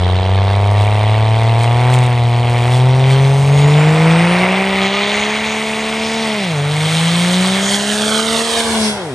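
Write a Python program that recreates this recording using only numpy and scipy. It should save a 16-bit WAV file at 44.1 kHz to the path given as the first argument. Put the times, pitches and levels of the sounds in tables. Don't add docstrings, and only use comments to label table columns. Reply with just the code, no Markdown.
import sys
import numpy as np
from scipy import signal
from scipy.fft import rfft, irfft, next_fast_len
from scipy.io import wavfile
from scipy.ndimage import uniform_filter1d, map_coordinates

SR = 44100
rng = np.random.default_rng(int(sys.argv[2]) if len(sys.argv) > 2 else 0)


def voltage_ratio(level):
    return 10 ** (np.asarray(level, float) / 20)


def int16_out(signal):
    q = np.round(np.clip(np.atleast_2d(signal).T, -1, 1) * 32767)
    wavfile.write(sys.argv[1], SR, q.astype(np.int16))


N = 403074


def rms_one(x, window_s=0.16):
    return x / np.sqrt(uniform_filter1d(x ** 2, size=int(window_s * SR), mode="reflect") + 1e-14)


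def in_time(rows):
    s, *columns = np.transpose(rows)
    return [np.interp(np.arange(N) / SR, s, column) for column in columns]


def cut(x, hz, kind, order=4):
    return signal.sosfilt(signal.butter(order, hz, kind, fs=SR, output="sos"), x)


def resonate(x, modes):
    out = 0
    for k, (hz, width, db) in enumerate(modes):
        r = np.exp(-np.pi * width / SR)
        feedback = [1, -2 * r * np.cos(2 * np.pi * hz / SR), r * r]
        ring = signal.lfilter([(1 - r * r) / 2, 0, (r * r - 1) / 2], feedback, x)
        out = out + (-1) ** k * voltage_ratio(db) * ring
    return out


def coloured(x, table, gain):
    hz, value = np.transpose(table)
    size = next_fast_len(N + 2048)
    grid = np.arange(size // 2 + 1) * SR / size
    response = gain(np.interp(np.log(grid + 1), np.log(hz + 1), value))
    return irfft(rfft(x, size) * response, size)[:N]


def drift(rate):
    knots = rng.standard_normal(int(N / SR * 60) + 2)
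    r = np.exp(-2 * np.pi * rate / 60)
    slow = signal.lfilter([1], [1, -r], knots)
    return np.interp(np.arange(N) * 60 / SR, np.arange(len(slow)), slow / slow.std())


# (time [s], level [dB])
RUMBLE_LEVEL = [(0.0, -29.5), (2.11, -67), (3.36, -35.5), (6.46, -45), (6.64, -63), (7.41, -47),
                (8.88, -35), (9.14, -64)]


def rumble():
    noises = [rms_one(cut(rng.standard_normal(N), [62, 100], "band", order=3), window_s=1.0)
              for _ in range(2)]
    return voltage_ratio(in_time(RUMBLE_LEVEL)[0]) * noises


# (time [s], level [dB])
WHOOSH_LEVEL = [(8.45, -102), (8.68, -46), (8.85, -21), (8.93, -34.5), (9.14, -53)]
# (frequency [Hz], width [Hz], level [dB])
TYRE_MODES = [(4700, 2000, -3), (5900, 1100, -2.5)]


def whoosh():
    middle, side = [rms_one(cut(resonate(rng.standard_normal(N), TYRE_MODES), 3200, "high"))
                    for _ in range(2)]
    return voltage_ratio(in_time(WHOOSH_LEVEL)[0]) * (middle + 0.55 * side * [[1], [-1]])


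# (time [s], burst level before ringing [dB])
TICK_TIMES = [(1.612, -27), (1.63, -24), (1.938, -15), (1.948, -23), (1.988, -18), (2.065, -26),
              (3.68, -20)]
# (frequency [Hz], width [Hz], level [dB])
TICK_MODES = [(6300, 1500, -10), (8340, 2500, 7.5), (11300, 2100, 0)]


def ticks():
    decay_s = 0.0016
    t = np.arange(N) / SR
    shape = sum(voltage_ratio(db) * (t > s) * np.exp(-np.maximum(t - s, 0) / decay_s) for s, db in TICK_TIMES)
    return cut(resonate(shape * rng.standard_normal(N) + 1e-18, TICK_MODES), 4500, "high")


# (time [s], pitch before rounding [Hz], level before lift and flicker [dB])
TURBO_WHISTLE = [(2.8, 5500, -56), (3.0, 5750, -50), (3.18, 6000, -46), (3.4, 6320, -49), (3.62, 6700, -39),
                 (3.75, 7030, -45), (3.95, 7620, -47), (4.12, 8250, -41), (4.33, 9150, -41),
                 (4.5, 9900, -47)]


def turbo(waver=0.002):
    hz, db = in_time(TURBO_WHISTLE)
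    hz = uniform_filter1d(hz, size=SR // 6) * (1 + waver * drift(25.5))
    blur = .85 + .5 * rms_one(cut(rng.standard_normal(N), 90, "low", order=2), window_s=1.0)
    t = np.arange(N) / SR
    fade_in = np.clip((t - TURBO_WHISTLE[0][0]) / 0.099, 0, 1)
    fade_out = np.clip((TURBO_WHISTLE[-1][0] - t) / .05, 0, 1)
    level = voltage_ratio(db + 2.5 + 1.9 * drift(8.0))
    return np.sqrt(2) * fade_in * fade_out * level * blur * np.sin(2 * np.pi * np.cumsum(hz) / SR)


def beat(turns, depth, lag, sharp, spread_db):
    swell = np.exp(sharp * (np.cos(2 * np.pi * (turns - lag)) - 1))
    chance = rng.standard_normal(2400)
    firing = np.floor(turns - lag + 1.5).astype(int)
    return 1 - depth + depth * swell * voltage_ratio(spread_db * chance[firing])


def gas(turns, depth, modes, low_hz, high_hz, lag, sharp, flicker_db, spread_db=2.0):
    noise = rng.standard_normal(N) * beat(turns, depth, lag, sharp, spread_db)
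    coloured_noise = cut(cut(resonate(noise, modes), low_hz, "high"), high_hz, "low", order=2)
    return rms_one(coloured_noise) * voltage_ratio(flicker_db * drift(1.66))


# (time [s], level [dB])
HIGH_SINGING_LEVEL = [(0, -80), (4.6, -62), (4.85, -36), (5.3, -36.5), (5.6, -42), (7.5, -38), (7.8, -31),
                      (8.5, -34), (8.8, -51), (9.14, -64)]
# (frequency [Hz], width [Hz], level [dB])
HIGH_SINGING_MODES = [(6480, 820, 0)]


def high_singing(turns, depth):
    noise = gas(turns, depth, HIGH_SINGING_MODES, low_hz=5270, high_hz=7600,
                lag=0.21, sharp=1.0, flicker_db=4.0)
    return voltage_ratio(in_time(HIGH_SINGING_LEVEL)[0]) * noise


# (time [s], level [dB])
MID_SINGING_LEVEL = [(0, -50), (2.5, -49), (3.2, -45.5), (4.3, -37), (4.8, -40), (5.8, -41), (6.15, -30),
                     (6.45, -36), (6.55, -48), (7.5, -40), (9.14, -60)]
# (frequency [Hz], width [Hz], level [dB])
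MID_SINGING_MODES = [(4950, 1150, 0)]


def mid_singing(turns, depth):
    noise = gas(turns, depth, MID_SINGING_MODES, low_hz=4230, high_hz=6300,
                lag=0.17, sharp=0.53, flicker_db=1.5)
    return voltage_ratio(in_time(MID_SINGING_LEVEL)[0]) * noise


# (time [s], level [dB])
LOW_SINGING_LEVEL = [(4.6, -70), (4.75, -29), (4.98, -26.5), (5.1, -72)]
# (frequency [Hz], width [Hz], level [dB])
LOW_SINGING_MODES = [(1230, 50, 0)]


def low_singing(turns, depth):
    noise = gas(turns, depth, LOW_SINGING_MODES, low_hz=1000, high_hz=1500,
                lag=0, sharp=.7, flicker_db=0.0)
    return voltage_ratio(in_time(LOW_SINGING_LEVEL)[0]) * noise


# (frequency [Hz], width [Hz], level [dB])
HISS_MODES = [(4400, 2500, 3), (6730, 530, 5), (8700, 2230, 4), (11100, 1550, -10)]


def hiss(turns, depth):
    return gas(turns, depth, HISS_MODES, low_hz=4300, high_hz=15300,
               lag=0.27, sharp=0.73, flicker_db=0.84)


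# (frequency [Hz], width [Hz], level [dB])
SIZZLE_MODES = [(3150, 480, 2), (3760, 830, 1.5), (4333, 890, -3)]


def sizzle(turns, depth, rough):
    return gas(turns, depth, SIZZLE_MODES, low_hz=2450, high_hz=5840,
               lag=0.08, sharp=1.6, flicker_db=.8, spread_db=1.2 + 3.5 * rough)


# (frequency [Hz], width [Hz], level [dB])
RASP_MODES = [(2360, 535, 4.5), (1923, 470, 5.5), (2760, 400, 0)]


def rasp(turns, depth):
    return gas(turns, depth, RASP_MODES, low_hz=1580, high_hz=3160,
               lag=0.046, sharp=0.7, flicker_db=0.94)


# (frequency [Hz], width [Hz], level [dB])
ROAR_MODES = [(1220, 1300, 0)]


def roar(turns, depth):
    return gas(turns, depth, ROAR_MODES, low_hz=937, high_hz=1920,
               lag=0.012, sharp=0.78, flicker_db=1.17)


# (time [s], lift of the hiss [dB])
PUFF_LIFTS = [(0.82, 5.5), (1.40, 3), (1.64, 6), (1.94, 6), (2.04, 5), (2.52, 1), (2.76, 5.5), (3.12, 5.5),
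              (3.6, 4.5), (7.74, 4.5), (8.16, 1.5)]


def puffs():
    half_width_s = 0.033
    t = np.arange(N) / SR
    return sum(db * np.exp(-((t - s) / half_width_s) ** 2) for s, db in PUFF_LIFTS)


# (time [s], bark level [dB], roar level [dB], rasp level [dB], sizzle level [dB], hiss level [dB])
GAS_LEVELS = [(0.0, -26, -34, -33.5, -30.5, -46.5), (0.86, -22.5, -31.5, -29, -33, -42),
              (1.3, -23.5, -34, -29, -32, -43), (1.93, -20.5, -29.5, -27.5, -32, -37),
              (2.19, -25.5, -37, -30.5, -35, -41.5), (2.74, -23, -29.5, -27.5, -30.5, -36.5),
              (2.9, -24, -30, -30.5, -33, -40.5), (3.13, -25, -31, -26, -29, -36),
              (3.42, -26.5, -33, -31, -35, -35), (3.64, -24, -28, -26, -29.5, -35.5),
              (4.45, -22, -19.5, -18.5, -27.5, -33), (4.7, -26.5, -23, -18, -26, -33.5),
              (4.85, -27, -26, -20.5, -21, -35), (5.16, -28, -25, -19.5, -21, -36),
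              (5.62, -31.5, -29.5, -24.5, -28.5, -34), (6.25, -31, -30.5, -25, -26.5, -33),
              (6.45, -32.5, -30, -27.5, -27.5, -34), (6.6, -32, -28.5, -33, -32.5, -37),
              (6.92, -30.5, -27, -25, -22, -26), (7.55, -31, -23, -26.5, -23, -25),
              (7.9, -31.5, -27, -31, -22.5, -22.5), (8.15, -30.5, -25.5, -37, -22.5, -23),
              (8.4, -28, -26, -29.5, -22, -20.5), (8.6, -27, -25.5, -28, -21, -18.5),
              (8.72, -24, -26.5, -33, -26, -21), (8.88, -29.5, -29.5, -30.5, -34, -23.5),
              (8.97, -30, -32, -48, -42.5, -38), (9.14, -38, -37.5, -47, -47, -42)]


def gas_levels():
    shares = [0, 0, 0.14, 0.47, 1]
    return in_time(GAS_LEVELS) + np.outer(shares, puffs())


# (time [s], turbulent share of the bark [0-1],
# depth of the beat in the gas [0-1], unevenness of the cylinders [0-1])
ENGINE_LOAD = [(0, .06, .9, .95), (1, .05, .92, .72), (1.8, .06, .9, .55), (2.2, .09, .85, .5),
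               (2.9, .2, .8, .6), (3.7, .55, .6, .75), (4.6, .65, .75, .7), (5.5, .52, .75, .7),
               (6.3, .52, .7, .6), (6.6, .8, .5, .4), (7.5, .75, .65, .5), (8.2, .85, .65, .4),
               (9.14, .97, .4, .3)]


def engine_load():
    return in_time(ENGINE_LOAD)


# (strength before turbulence evens it [dB], lag in the manifold [ms])
CYLINDERS = [(-3.5, .35), (-1, -.05), (2, -.27), (-5.5, .22), (-1, -.07), (2, -.27)]
# (frequency [Hz], width [Hz], level [dB])
PIPE_MODES = [(378, 158, 1), (671, 175, 5.5), (871, 248, 3), (1175, 270, -5)]


def bark(turns, per_s, rough, depth, uneven, lead=0.321, scatter_db=.8, soft_hz=1200):
    phase = turns + lead
    at = np.flatnonzero(np.diff(np.floor(phase))) + 1
    strength_db, lag_ms = np.resize(CYLINDERS, (len(at), 2)).T
    evening = np.clip(1.1 - 2 * rough[at], 0, 1)
    chance_db = scatter_db * rng.standard_normal(2400)[:len(at)]
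    strength = voltage_ratio(strength_db * uneven[at] ** 2 * evening + chance_db)
    shift = (lag_ms - lag_ms.mean()) * SR / 1000
    pulses = np.zeros(N)
    places = at + np.round(shift * uneven[at]).astype(int)
    pulses[np.clip(places, 0, N - 1)] = strength / strength.mean()

    for k in range(1, 6):
        angle = 2 * np.pi * k * np.outer((per_s * uneven)[::400], shift[:len(CYLINDERS)]) / SR
        kept = np.repeat(np.mean(np.cos(angle), axis=1), 400)[:N]
        pulses -= 2 * per_s / SR * kept * np.cos(2 * np.pi * k * phase)
    pulses = -cut(cut(resonate(pulses, PIPE_MODES), soft_hz, "low"), 265, "high", order=2)
    echo_ms, echo_share = 4.316, 0.17
    pulses = pulses + echo_share * np.roll(pulses, round(echo_ms * SR / 1000))

    flow = beat(phase, depth, lag=0.11, sharp=0.4, spread_db=0.0)
    eddies = resonate(rng.standard_normal(N) * flow, PIPE_MODES)
    eddies = cut(cut(eddies, soft_hz, "low"), 363, "high", order=4)
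    mix = np.sqrt(1 - rough) * rms_one(pulses) + np.sqrt(rough) * rms_one(eddies)
    upper = cut(mix, [720, 1250], "band")
    return mix * rms_one(upper) / (upper + 1e-12)


# (frequency [Hz], level [dB])
OUTLET_LEVEL = [(180, -27.5), (285, -38.5), (330, -34), (390, -29), (465, -27.5), (550, -29.5), (680, -29),
                (900, -29), (1150, -33)]
OVERTONE_LIFTS = [2, -0.5, -3, -5]
# (time [s], lift [dB])
UPPER_LIFT = [(0, 2), (2.5, -2), (3.3, -1), (4.0, -16), (4.6, 0.5), (5.2, 0), (6.2, 0), (7.0, -2),
              (7.5, -4), (8.2, -3.5), (9.14, -10)]


def overtones(per_s, lift_db, rough):
    waver_db, flutter_db = 0.5, .9
    hz, outlet_db = np.transpose(OUTLET_LEVEL)
    levels_db = []
    for k, own_db in zip(range(2, 6), OVERTONE_LIFTS):
        level_db = own_db + lift_db + np.interp(np.log(k * per_s), np.log(hz), outlet_db)
        level_db = level_db + (k > 3) * in_time(UPPER_LIFT)[0]
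        level_db = level_db + waver_db * drift(1.0) + (k - 1) * flutter_db * rough * drift(26.0)
        levels_db.append(level_db)
    return levels_db


# (firing rate [1/s], lag of the boom [cycles], lag added to each overtone [its own cycles])
TONE_LAG = [(90, -.07, -.45), (98, .05, -.45), (107, .2, -.33), (119, .37, -.22), (128, .52, -.03),
            (137, .64, 0), (160, .68, -.37), (188, .88, -.2), (205, .95, -.08), (230, .95, -.08)]


def tone_lags(per_s):
    rates, *lags = np.transpose(TONE_LAG)
    return [uniform_filter1d(np.interp(per_s, rates, lag), size=SR // 4) for lag in lags]


UNDERTONE_LEVELS = [-32, -23, -11, 1, -3.5, -12, -4, -12, -12.5, -20]
UNDERTONE_PITCHES = [1, 2, 3, 4, 5, 7, 8, 9, 10, 11]


def boom(turns, levels_db, under_db, lag, leads=(.35, .4, .4, .45)):
    tones = 0
    all_lags = (lag[0], *np.add.outer(leads, lag[1]))
    for k, (db, behind) in enumerate(zip(levels_db, all_lags), start=1):
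        tones = tones + voltage_ratio(db) * np.cos(2 * np.pi * (k * turns - behind))
    for sixths, db in zip(UNDERTONE_PITCHES, UNDERTONE_LEVELS):
        cycles = sixths * turns / len(CYLINDERS) + rng.random()
        tones = tones + voltage_ratio(under_db + db + 4.1 * drift(18.0)) * np.cos(2 * np.pi * cycles)
    return np.sqrt(2) * tones


# (time [s], firings as heard [1/s], boom level before waver [dB], overtone lift [dB])
EXHAUST_NOTE = [(0.0, 89, -13, 0.5), (0.38, 96.5, -11.5, -1), (0.84, 103, -12, -2), (1.63, 115.8, -11.5, 0),
                (1.93, 125.6, -10, 4.5), (2.24, 118, -12.5, 0), (2.42, 119.6, -13, 2),
                (2.63, 120, -12, 2.5), (2.77, 125.6, -10, 4), (3.2, 135, -8.5, 5.5),
                (3.45, 138.5, -10.5, 2), (3.64, 144.5, -8, 7.5), (4.15, 165.4, -10, 7.5),
                (4.5, 187.5, -16, 4.5), (4.66, 194, -16.5, 5), (4.84, 193, -16, 5), (4.98, 201, -22.5, 3.5),
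                (5.4, 217, -24, -1.5), (5.88, 220, -25, -1.5), (6.21, 225, -22, -0.5), (6.36, 211, -22, 0),
                (6.41, 200, -20, -1), (6.54, 151, -18, -2.5), (6.59, 142, -17, 0), (6.77, 152, -16.5, -2),
                (7.09, 168, -14.5, -3), (7.4, 184, -15, 0.5), (7.66, 198, -19, -1), (8.35, 227, -20.5, 3),
                (8.55, 230, -27, 5), (8.7, 226, -17.5, 3), (8.86, 215, -16, 2), (8.96, 204, -27.5, -6),
                (8.99, 195, -31, -0.5), (9.14, 117, -29, 2.5)]


def exhaust_note():
    per_s, boom_db, lift_db = in_time(EXHAUST_NOTE)
    turns = np.cumsum(uniform_filter1d(per_s, size=SR // 25)) / SR
    return per_s, boom_db, lift_db, turns


# (time [s], lag [ms], strength [0-1])
ROAD_ECHO = [(0, .6, 0), (7.3, .64, .1), (7.55, .69, .25), (7.75, .78, .4), (8.1, 1.04, .75),
             (8.35, 1.25, .7), (8.6, 1.5, .65), (8.85, 1.62, .5), (9.14, 1.8, .2)]
# (frequency [Hz], level [dB])
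GROUND_REFLECTION = [(500, -8), (1400, 0), (2200, -3), (4500, -4), (7000, -20)]


def road_echo(x):
    lag_ms, strength = in_time(ROAD_ECHO)
    dull = coloured(x, GROUND_REFLECTION, voltage_ratio)
    late = map_coordinates(dull, [np.arange(N) - lag_ms * SR / 1000], order=3, mode="nearest")
    return x - strength * late


# (frequency [Hz], level [dB])
SCATTER_COLOUR = [(100, -65), (400, -19), (1000, -20), (2200, -5), (3500, 1), (6000, -8), (12000, -3.5)]


def scattered(truck):
    copies = sum(np.roll(truck, round(ms * SR / 1000)) * share
                 for ms, share in [(7.3, -0.18), (13.1, -0.42), (22.7, 0.55)])
    return coloured(copies, SCATTER_COLOUR, voltage_ratio)


# (time [s], depth [dB])
LEVEL_DROPS = [(4.257, 1), (4.452, 1.5), (4.63, 3), (4.872, 2.5), (5.375, 0.5), (7.766, 2.5), (8.206, 2.5),
               (8.426, 3.5), (8.612, 3.5)]


def drops():
    climb_s = 0.17
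    t = np.arange(N) / SR
    loss_db = sum(db * (t > s) * np.exp(-np.maximum(t - s, 0) / climb_s) for s, db in LEVEL_DROPS)
    return voltage_ratio(-uniform_filter1d(loss_db, size=200))


# (time [s], bass left over right [dB], stack left over right [dB],
# gain of the scattered sound [dB])
STEREO_PLACE = [(0.0, 1.0, -2.5, 5), (0.3, 0.5, -2, -7), (1.75, 1, -0.5, -6.5), (5.85, 0.5, 0, -7),
                (7.54, 1.0, -1.5, -0.5), (8.35, 2, -7, -4), (8.88, 2, -0.5, 14.5), (9.14, 1.0, 3, 11)]


def scene():
    per_s, boom_db, lift_db, turns = exhaust_note()
    rough, depth, uneven = engine_load()
    bark_db, roar_db, rasp_db, sizzle_db, hiss_db = gas_levels()
    tones_db = [boom_db + 0.86 * drift(5.0), *overtones(per_s, lift_db, rough)]
    under_db = -30.5 + 0.52 * boom_db
    low_noise = rumble()
    bass = boom(turns, tones_db, under_db, tone_lags(per_s)) + low_noise[0]

    stack = voltage_ratio(bark_db) * bark(turns, per_s, rough, depth, uneven)
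    stack += voltage_ratio(roar_db) * roar(turns, depth)
    stack += voltage_ratio(rasp_db) * rasp(turns, depth)
    stack += voltage_ratio(sizzle_db) * sizzle(turns, depth, rough)
    stack += low_singing(turns, depth)
    stack = road_echo(stack)

    treble = voltage_ratio(hiss_db) * hiss(turns, depth) + turbo() + ticks()
    treble += high_singing(turns, depth) + mid_singing(turns, depth)

    *pans_db, scatter_db = in_time(STEREO_PLACE)
    bass_pan, stack_pan = (voltage_ratio(np.outer([.5, -.5], pan_db)) for pan_db in pans_db)
    unlike = voltage_ratio(scatter_db) * scattered(bass + stack + treble) + voltage_ratio(-26) * low_noise[1]
    sides = bass * bass_pan + stack * stack_pan + treble + whoosh() + unlike * [[.5], [-.5]]
    return drops() * sides


# (frequency [Hz], lead of the left over the right [radians])
PORT_LEAD = [(0, 0), (1640, -0.1), (2760, 0.1), (3010, 0.7), (4220, 0.3), (4740, 0.6), (5600, 0.0),
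             (7320, 0.0), (7750, 0.2), (8790, -0.1), (9730, -2.6), (10900, -4.0), (11500, -6.2),
             (12400, -6.3)]


def two_ports(sides):
    left = coloured(sides[0], PORT_LEAD, lambda lead: np.exp(.5j * lead))
    right = coloured(sides[1], PORT_LEAD, lambda lead: np.exp(-.5j * lead))
    return np.array([left, right])


def roll_off(x):
    return signal.sosfilt(signal.butter(12, 12860, fs=SR, output="sos"), x)


def record(dry):
    dull = cut(dry, 10420, "low", order=4)
    top = 1.35
    mix = top * np.tanh(two_ports(dull) / top)
    return roll_off(mix)


dry = scene()
out = record(dry)
int16_out(out)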